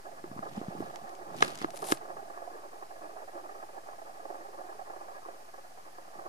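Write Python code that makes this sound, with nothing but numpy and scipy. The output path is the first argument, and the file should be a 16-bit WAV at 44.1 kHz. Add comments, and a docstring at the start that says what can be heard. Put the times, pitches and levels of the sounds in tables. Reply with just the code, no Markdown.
"""Fingers bump the case of a hand-held camera in a quiet room, then click, slide along it and click again.
Each blow is a low thud plus the ringing case; snaps, a grainy rasp and a lumpy rumble come from skin and grip.
Something loose in the camera, probably its lens, flutters as the hand trembles: noise shakes its resonances.
Steady room air and microphone hiss lie beneath. Sound carried by the case reaches the two microphones unequally."""
import sys
import numpy as np
from scipy import signal
from scipy.fft import rfft, irfft
from scipy.io import wavfile

SR = 44100
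rng = np.random.default_rng(int(sys.argv[2]) if len(sys.argv) > 2 else 0)


def put_to_file(sound):
    """Save the sound as 16-bit audio at rate SR, in the file named by the first command-line argument."""
    columns = np.atleast_2d(sound).T  # one column per channel
    safe = np.clip(columns, -1, 1)
    whole_steps = np.round(safe * 32767)
    wavfile.write(sys.argv[1], SR, whole_steps.astype(np.int16))


N = 276992  # length [samples]


def gain_of(db):
    """Turns decibels into a plain multiplier."""
    return 10 ** (np.asarray(db) / 20)


def evened(x):
    """Scales a signal or spectrum to an average (rms) strength of 1."""
    return x / np.sqrt(np.mean(abs(x) ** 2) + 1e-20)


def read(points, hz):
    """Reads every column of a spectrum table at the given frequencies, evenly in pitch."""
    table_hz, *columns = np.transpose(points)
    return [np.interp(np.log(hz + 1), np.log(table_hz + 1), column) for column in columns]


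def follow(curve):
    """Reads every column of a time table at each sample."""
    times, *columns = np.transpose(curve)
    return [np.interp(np.arange(N) / SR, times, column) for column in columns]


def sides(balance_db):
    """Left and right gains that differ by the balance and keep a mean power of 1."""
    half_db = np.atleast_1d(balance_db) / 2
    pair = np.array([gain_of(half_db), gain_of(-half_db)])
    return pair / np.sqrt(np.mean(pair ** 2, axis=0))


def add(mix, start_s, sound):
    """Mixes a sound in at its start time, cut off at the end of the mix."""
    part = mix[:, max(round(start_s * SR), 0):][:, :sound.shape[1]]
    part += sound[:, :part.shape[1]]


def band(x, order, hz, kind):
    """Keeps the low or the high frequencies with a Butterworth filter."""
    cut_hz = np.clip(hz, 10, SR / 2.1)
    return signal.sosfilt(signal.butter(order, cut_hz, kind, fs=SR, output="sos"), x)


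def wander(rate_hz):
    """Smooth random drift of rms 1 that changes up to about rate_hz times a second."""
    hz = np.fft.rfftfreq(N, 1 / SR)
    smoothing = np.exp(-(hz / rate_hz) ** 2)
    return evened(irfft(rfft(rng.standard_normal(N)) * smoothing, N))


def swell(peak_s, rise_s, fall_s, depth_db=19):
    """A hand movement gains depth_db over its rise time up to the peak and loses it over its fall time."""
    t = np.arange(N) / SR - peak_s
    return gain_of(-depth_db * np.maximum(-t / rise_s, t / fall_s))


def causal(gain):
    """Impulse response with this spectrum that starts at once and dies away (minimum phase)."""
    cepstrum = irfft(np.log(np.maximum(gain, 1e-5)))
    half = len(cepstrum) // 2
    fold = np.r_[1, np.full(half - 1, 2), 1, np.zeros(half - 1)]
    return irfft(np.exp(rfft(cepstrum * fold)))


def carried(drive, colour):
    """Two unrelated noises reach the microphones with the colour, balance, phase and likeness of a path."""
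    level_db, balance_db, lead, same = read(colour, np.fft.rfftfreq(N, 1 / SR))
    a, b = rfft(drive)
    same = np.clip(same, -1, 1)
    left = (same * a + np.sqrt(1 - same ** 2) * b) * np.exp(1j * lead)
    pair = np.array([left, a])
    return irfft(pair * sides(balance_db) * evened(gain_of(level_db)), N)


# Colour of room air and microphone hiss: (frequency [Hz], relative level per Hz [dB],
# left minus right [dB], left phase lead [rad], left-right likeness [0 to 1])
AIR_COLOUR = [(25, 0, 0, 0, .75), (70, -2, 0, 0, .7), (130, -1, -1, 0, .55), (230, 1, -1, 0, .5),
              (700, 1, -2, 0, .4), (1700, -1, 0, 0, .2), (2700, -5, 0, 3, .2), (3600, -8, 0, 3, .15),
              (4900, -4, 0, 0, 0), (7000, -7.5, -1, 0, .25), (10000, -9, -1, 0, .42),
              (13000, -13, -1, 0, .35), (15500, -18.5, -1, 0, .3)]


def air(level_db=-59.0):
    """Room air and microphone hiss are steady noise, shaped by their colour."""
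    return gain_of(level_db) * carried(rng.standard_normal((2, N)), AIR_COLOUR)


def room(x, wet_db=-24, t60_s=0.37):
    """The table and walls return a faint short tail: many random echoes that die away."""
    t = np.arange(SR // 3) / SR
    echoes = rng.standard_normal((2, len(t))) * gain_of(-60 * t / t60_s)
    tail = echoes * (t > .003)  # the first echoes need 3 ms
    return gain_of(wet_db) * signal.fftconvolve(x, tail / np.linalg.norm(tail[0]), axes=1)[:, :N]


# Resonances that the loose lens shakes: (frequency [Hz], half-width at -6 dB [Hz], relative level [dB],
# left minus right [dB], left phase lead [rad])
FLUTTER_RESONANCES = [(350.6, 40, -12, -4.5, 0.5), (420, 47.5, -11, -5.5, 1), (548, 31.5, -7, -5, 1.54),
                      (698, 81.5, -0.5, -19, 0), (812, 43, -2, -6.5, 2.36), (1090, 162, -4, 0.5, 4),
                      (1240, 59, -6.5, 0, 3.5), (1440, 50, -22.5, 9, 4.5), (1676, 39, -15, 3, -2),
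                      (1840, 71, -14.5, -3, 3.5), (1930, 72, -24, 1.5, 4), (2430, 79, -27, -3, 2)]
# Strength of the hand's tremor, which calms for a moment near the end: (time [s], relative level [dB])
TREMOR_CURVE = [(0.0, -55.0), (0.06, -40.5), (0.17, -47.5), (0.5, -42.0), (1.3, -41.5), (1.5, -40),
                (1.7, -41.5), (1.9, -38), (2.4, -47), (2.6, -41), (2.8, -45), (3.2, -43), (4.0, -47),
                (4.1, -42.5), (5.4, -46.5), (5.5, -54), (6.1, -49), (6.28, -40)]
# Jolts that shake the lens harder: (time [s], relative peak level [dB])
LENS_JOLTS = [(0.454, -39.5), (0.725, -48), (0.823, -32.5), (1.303, -35.5), (1.343, -36), (2.047, -51),
              (2.087, -54), (2.166, -34), (2.298, -34.5), (2.419, -37), (2.823, -34.5), (3.055, -35.5),
              (3.377, -34.5), (3.488, -49), (3.554, -37), (3.78, -37), (3.887, -36), (4.017, -38),
              (4.253, -34), (4.343, -34), (4.792, -37), (4.899, -33.5), (4.962, -36), (5.147, -42.5),
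              (5.257, -39), (5.285, -35), (5.539, -38.5), (5.579, -41), (5.776, -41.5), (5.983, -37.5)]


def flutter(level_db=-2.07, uneven_db=4.5, uneven_hz=42, own_share=0.72, sway_db=0.87, sway_hz=10,
            tilt_db_per_octave=0.3, dulling_per_octave=0.44, usual_db=-45,
            jolt_db=-6.0, rise_s=0.0013, fall_s=0.0088, tap_db=19, tap_tilt_db_per_octave=-2.0):
    """The lens chatters in short uneven bursts that fall unequally on its resonances.
    The tremor sways at random, and the harder it is, the more it favours the low resonances.
    A jolt taps the lens against its seat and starts a stronger burst."""
    t = np.arange(SR // 8) / SR
    burst = (1 - np.exp(-t / rise_s)) * np.exp(-t / fall_s)
    bursts, taps = np.zeros((1, N)), np.zeros(N)
    jolt_s, jolt_peak_db = np.transpose(LENS_JOLTS)
    jolt_samples = np.round(jolt_s * SR).astype(int)
    for start_s, peak_db in LENS_JOLTS:
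        add(bursts, start_s, gain_of(peak_db + jolt_db) * burst[None] / burst.max())

    tremor_db = follow(TREMOR_CURVE)[0] + sway_db * wander(sway_hz)
    bright_db = tilt_db_per_octave - dulling_per_octave * (tremor_db - usual_db)
    f = np.fft.rfftfreq(N, 1 / SR)
    shared = wander(uneven_hz)
    out = 0
    # a tap pushes each resonance one way or the other
    directions = rng.choice([-1, 1], (len(LENS_JOLTS), len(FLUTTER_RESONANCES)))
    for (hz, width, db, balance_db, lead), direction in zip(FLUTTER_RESONANCES, directions.T):
        octaves = np.log2(hz / 700)
        lumps = evened(gain_of(uneven_db * evened(shared + own_share * wander(uneven_hz))))
        shake = gain_of(level_db + tremor_db + bright_db * octaves) * lumps
        peak_db = jolt_peak_db + tap_db + tap_tilt_db_per_octave * octaves
        taps[jolt_samples] = direction * gain_of(peak_db)
        force = rfft(np.hypot(shake, bursts[0]) * rng.standard_normal(N) + taps)
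        # two coupled poles: a rounded peak with steep skirts
        resonance = evened((1 + 1j * (f - hz) / width) ** -2)
        path = gain_of(db) * sides(balance_db) * np.exp([[1j * lead], [0]])
        out = out + path * resonance * force
    return irfft(out, N) / np.linalg.norm(gain_of(np.array(FLUTTER_RESONANCES)[:, 2]))


# Colour of the grip's rumble: (frequency [Hz], relative level per Hz [dB],
# left minus right [dB], left phase lead [rad], left-right likeness [0 to 1])
RUMBLE_COLOUR = [(30, -37, -6, 0, .8), (70, -8, -20, 0, 1), (126, 7, -4, 0.0041, 1), (220, 8, 3, 0, 0.5),
                 (400, -3, -5, 0, 0.94), (1000, -33, -3, 0, .8)]
# Shifts of the grip: (time of the firmest moment [s], rise and fall time [s], rumble level [dB])
GRIP_SHIFTS = [(.33, 0.34, -56), (.57, 0.24, -51), (.81, 0.087, -41.5), (1.04, .06, -55.5),
               (1.411, 0.21, -49), (1.64, 0.17, -51.5), (1.83, .05, -54), (2.2, 0.38, -63.5),
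               (6.18, 0.064, -59)]


def grip(uneven_db=2.5, uneven_hz=35):
    """Each shift of the hand on the case gives a lumpy rumble: noise that swells and fades."""
    pushes = [gain_of(db) * swell(peak_s, length_s, length_s) for peak_s, length_s, db in GRIP_SHIFTS]
    push = np.linalg.norm(pushes, axis=0)
    lumps = evened(gain_of(uneven_db * wander(uneven_hz)))
    return carried(push * lumps * rng.standard_normal((2, N)), RUMBLE_COLOUR)


# Colours of the sliding skin, first the grainy rasp, then the finer hiss: (frequency [Hz],
# relative level per Hz [dB], left minus right [dB], left phase lead [rad], left-right likeness [0 to 1])
RASP_COLOUR = [(64, -19, 14, 18.5, 0.57), (362, 15, -19, -9.5, 0.91), (714, -22, -10, -1, 0.72),
               (1140, 11, 5.5, 3, 1), (1850, 3.5, -4.5, 3, 0.69), (2980, 2, -7, 3, 0.48),
               (5500, -3.5, 12.5, 0.5, 0.62), (8000, -9, 2, 2, 0.87), (12000, -23, 2, 3, 0.78),
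               (15500, -32, 0, 0, .6)]
HISS_COLOUR = [(1500, -2.5, -9, 0, 1), (4000, 1, 7, 0, 0.88), (7000, 0, 8, 0, 0.37), (10000, 6, 2, 0, 0.58),
               (12500, -2.5, 4, 0, 0.6), (15500, -18, 1, 0, .7)]
# Strokes of a finger along the case: (time of the fastest moment [s], rise time [s], fall time [s],
# rasp level [dB], fine hiss level [dB])
FINGER_STROKES = [(.56, 0.22, 0.17, -53, -77), (.86, 0.39, 0.34, -56.5, -73),
                  (1.439, 0.077, 0.13, -35, -47), (1.62, .09, 0.073, -43.5, -59),
                  (1.775, 0.059, 0.0093, -52, -48), (1.915, 0.11, 0.046, -45, -37.5)]


def slide(rasp_grain_db=5.2, hiss_grain_db=4.0, slips_hz=450):
    """Skin sticks and slips on the case during each stroke: a grainy rasp and a finer hiss."""
    rasp, hiss = 0, 0
    for peak_s, rise_s, fall_s, rasp_db, hiss_db in FINGER_STROKES:
        speed = swell(peak_s, rise_s, fall_s)
        rasp = np.hypot(rasp, gain_of(rasp_db) * speed)
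        hiss = np.hypot(hiss, gain_of(hiss_db) * speed)
    slips = np.minimum(wander(slips_hz), 2)  # a slip can only be so large
    rasp = rasp * evened(gain_of(rasp_grain_db * slips)) * rng.standard_normal((2, N))
    hiss = hiss * evened(gain_of(hiss_grain_db * slips)) * rng.standard_normal((2, N))
    return carried(rasp, RASP_COLOUR) + carried(hiss, HISS_COLOUR)


# Colour of a snap: (frequency [Hz], relative level [dB])
SNAP_COLOUR = [(100, -25), (1000, 0.5), (2200, 3.5), (4000, 3.5), (6500, 6), (10000, 0), (13000, 0),
               (15500, -18)]
# Sharp snaps of skin letting go of the case: (time [s], level before the cut-off [dB],
# left minus right [dB], treble cut-off [Hz])
SKIN_SNAPS = [(0.959, -26.5, -9, 7000), (1.0937, -37.5, 4, 9000), (1.152, -35.5, 6, 9000),
              (1.3662, -31, 9, 9000), (1.3784, -37, 2, 9000), (1.4233, -15.5, 8, 7000),
              (1.4252, -4.5, 15, 4600), (1.555, -27, 7, 11000), (1.5757, -29.5, 10, 9000),
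              (1.5881, -31.5, -5, 10000), (1.617, -33, -10, 7000), (1.7054, -29.5, 10, 10000),
              (1.76, -32, 12, 10000), (1.774, -28, 7, 10000), (1.791, -33, 11, 10000),
              (1.821, -30.5, 7, 10000), (1.843, -26, 7, 12000), (1.9214, -11, 1, 11000),
              (1.973, -26.5, 1, 4000)]


def ticks(tail_db=-20, tail_t60_s=0.02):
    """Skin letting go gives one sharp impulse, trailed by a brief fading scatter of noise."""
    t, out = np.arange(1024) / SR, np.zeros((2, N))
    snap = causal(gain_of(read(SNAP_COLOUR, np.fft.rfftfreq(len(t), 1 / SR))[0]))
    snap = snap[None] / abs(snap).max()
    for start_s, peak_db, balance_db, cut_hz in SKIN_SNAPS:
        scatter = gain_of(tail_db - 60 * t / tail_t60_s) * rng.standard_normal((2, len(t)))
        force = band((t == 0) + scatter, order=2, hz=cut_hz, kind="low")
        tick = signal.fftconvolve(force, snap, axes=1)
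        add(out, start_s, gain_of(peak_db) * sides(balance_db) * tick)
    return out


# Modes (ringing tones) of the case: (frequency [Hz], relative level [dB], time to fade by 60 dB [s],
# left minus right [dB], left phase lead [rad])
CASE_MODES = [(134, -36, 0.12, -20, 4.5), (460, -34, 0.03, -24, 17), (698, 1.5, 0.0038, 6.5, 3),
              (1237, -1.5, 0.013, 1, 3.5), (1638, -9.5, 0.022, -4.5, 3.5), (2130, -18.5, 0.016, 17, 1),
              (2600, -14, 0.0046, -18, 1), (2965, -12, 0.0053, -15, 0.5), (3880, -8, 0.0075, 5.5, 4),
              (5400, -37, 0.0026, 5, -24)]
# Finger blows on the case: (time [s], relative thud level [dB], thud frequency [Hz],
# thud time to fade by 60 dB [s], relative case ring level [dB], ring treble cut-off [Hz])
FINGER_BLOWS = [(0.24, -30, 353, 0.047, -23, 1100), (0.314, -27, 220, 0.016, -26, 800),
                (0.363, -23.5, 217, 0.012, -35, 800), (0.39, -29.5, 220, 0.026, -17, 785),
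                (0.576, -24, 216, 0.051, -20, 600), (0.6142, -17.5, 340, 0.011, -25, 795),
                (0.682, -24, 182, 0.038, -19, 600), (0.751, -23.5, 327, 0.012, -34, 700),
                (0.804, -18.5, 330, 0.023, -25, 1000), (1.422, -26.5, 202, 0.013, -16, 3500),
                (1.4244, -10, 428, 0.016, 0, 2800), (1.616, -24, 343, 0.012, -23, 2480),
                (1.6439, -19, 322, 0.033, -8.5, 1100), (1.9213, -11.5, 320, 0.026, -5.5, 2570)]


def knocks(thud_balance_db=-2, thud_rise_s=.001, lag_at_1khz_s=0.00058, contact_s=.00008, skirt_share=0.41):
    """Each blow gives a low damped thud and rings the case; a soft finger pad spares the high modes."""
    t, out, ring = np.arange(SR // 8) / SR, np.zeros((2, N)), 0
    for hz, db, t60_s, balance_db, lead in CASE_MODES:
        # bending waves are slower the lower they are, so the low modes arrive last
        age = np.maximum(t - lag_at_1khz_s * np.sqrt(1000 / hz), 0)
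        envelope = (1 - np.exp(-age / contact_s)) * gain_of(db - 60 * age / t60_s)
        tone = np.sin(2 * np.pi * hz * age + np.array([[lead], [0]]))
        mode = sides(balance_db) * envelope * tone
        # a mode gives off little far below its pitch
        ring = ring + band(mode, order=2, hz=skirt_share * hz, kind="high")
    for start_s, thud_db, thud_hz, t60_s, ring_db, cut_hz in FINGER_BLOWS:
        envelope = gain_of(thud_db - 60 * t / t60_s) * (1 - np.exp(-t / thud_rise_s))
        thud = sides(thud_balance_db) * envelope * np.sin(2 * np.pi * thud_hz * t)
        softened_ring = gain_of(ring_db) * band(ring, order=2, hz=cut_hz, kind="low")
        add(out, start_s, thud + softened_ring)
    return out


def scene(bass_cut_hz=95):
    """Handling noises over the flutter and the still room; the small case passes little deep bass."""
    blows = band(knocks(), order=3, hz=bass_cut_hz, kind="high") + ticks()
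    return blows + room(blows) + slide() + grip() + flutter() + air()


def record(dry, offset=-.003, ceiling=.85, edge_hz=15600):
    """Soft overload rounds the loudest peaks; the converter limits the band and adds a small constant offset."""
    limited = ceiling * np.tanh(dry / ceiling)
    low_pass = signal.firwin(511, edge_hz, window=("kaiser", 9), fs=SR)
    return offset + signal.oaconvolve(limited, low_pass[None], "same")


dry = scene()
out = record(dry)
put_to_file(out)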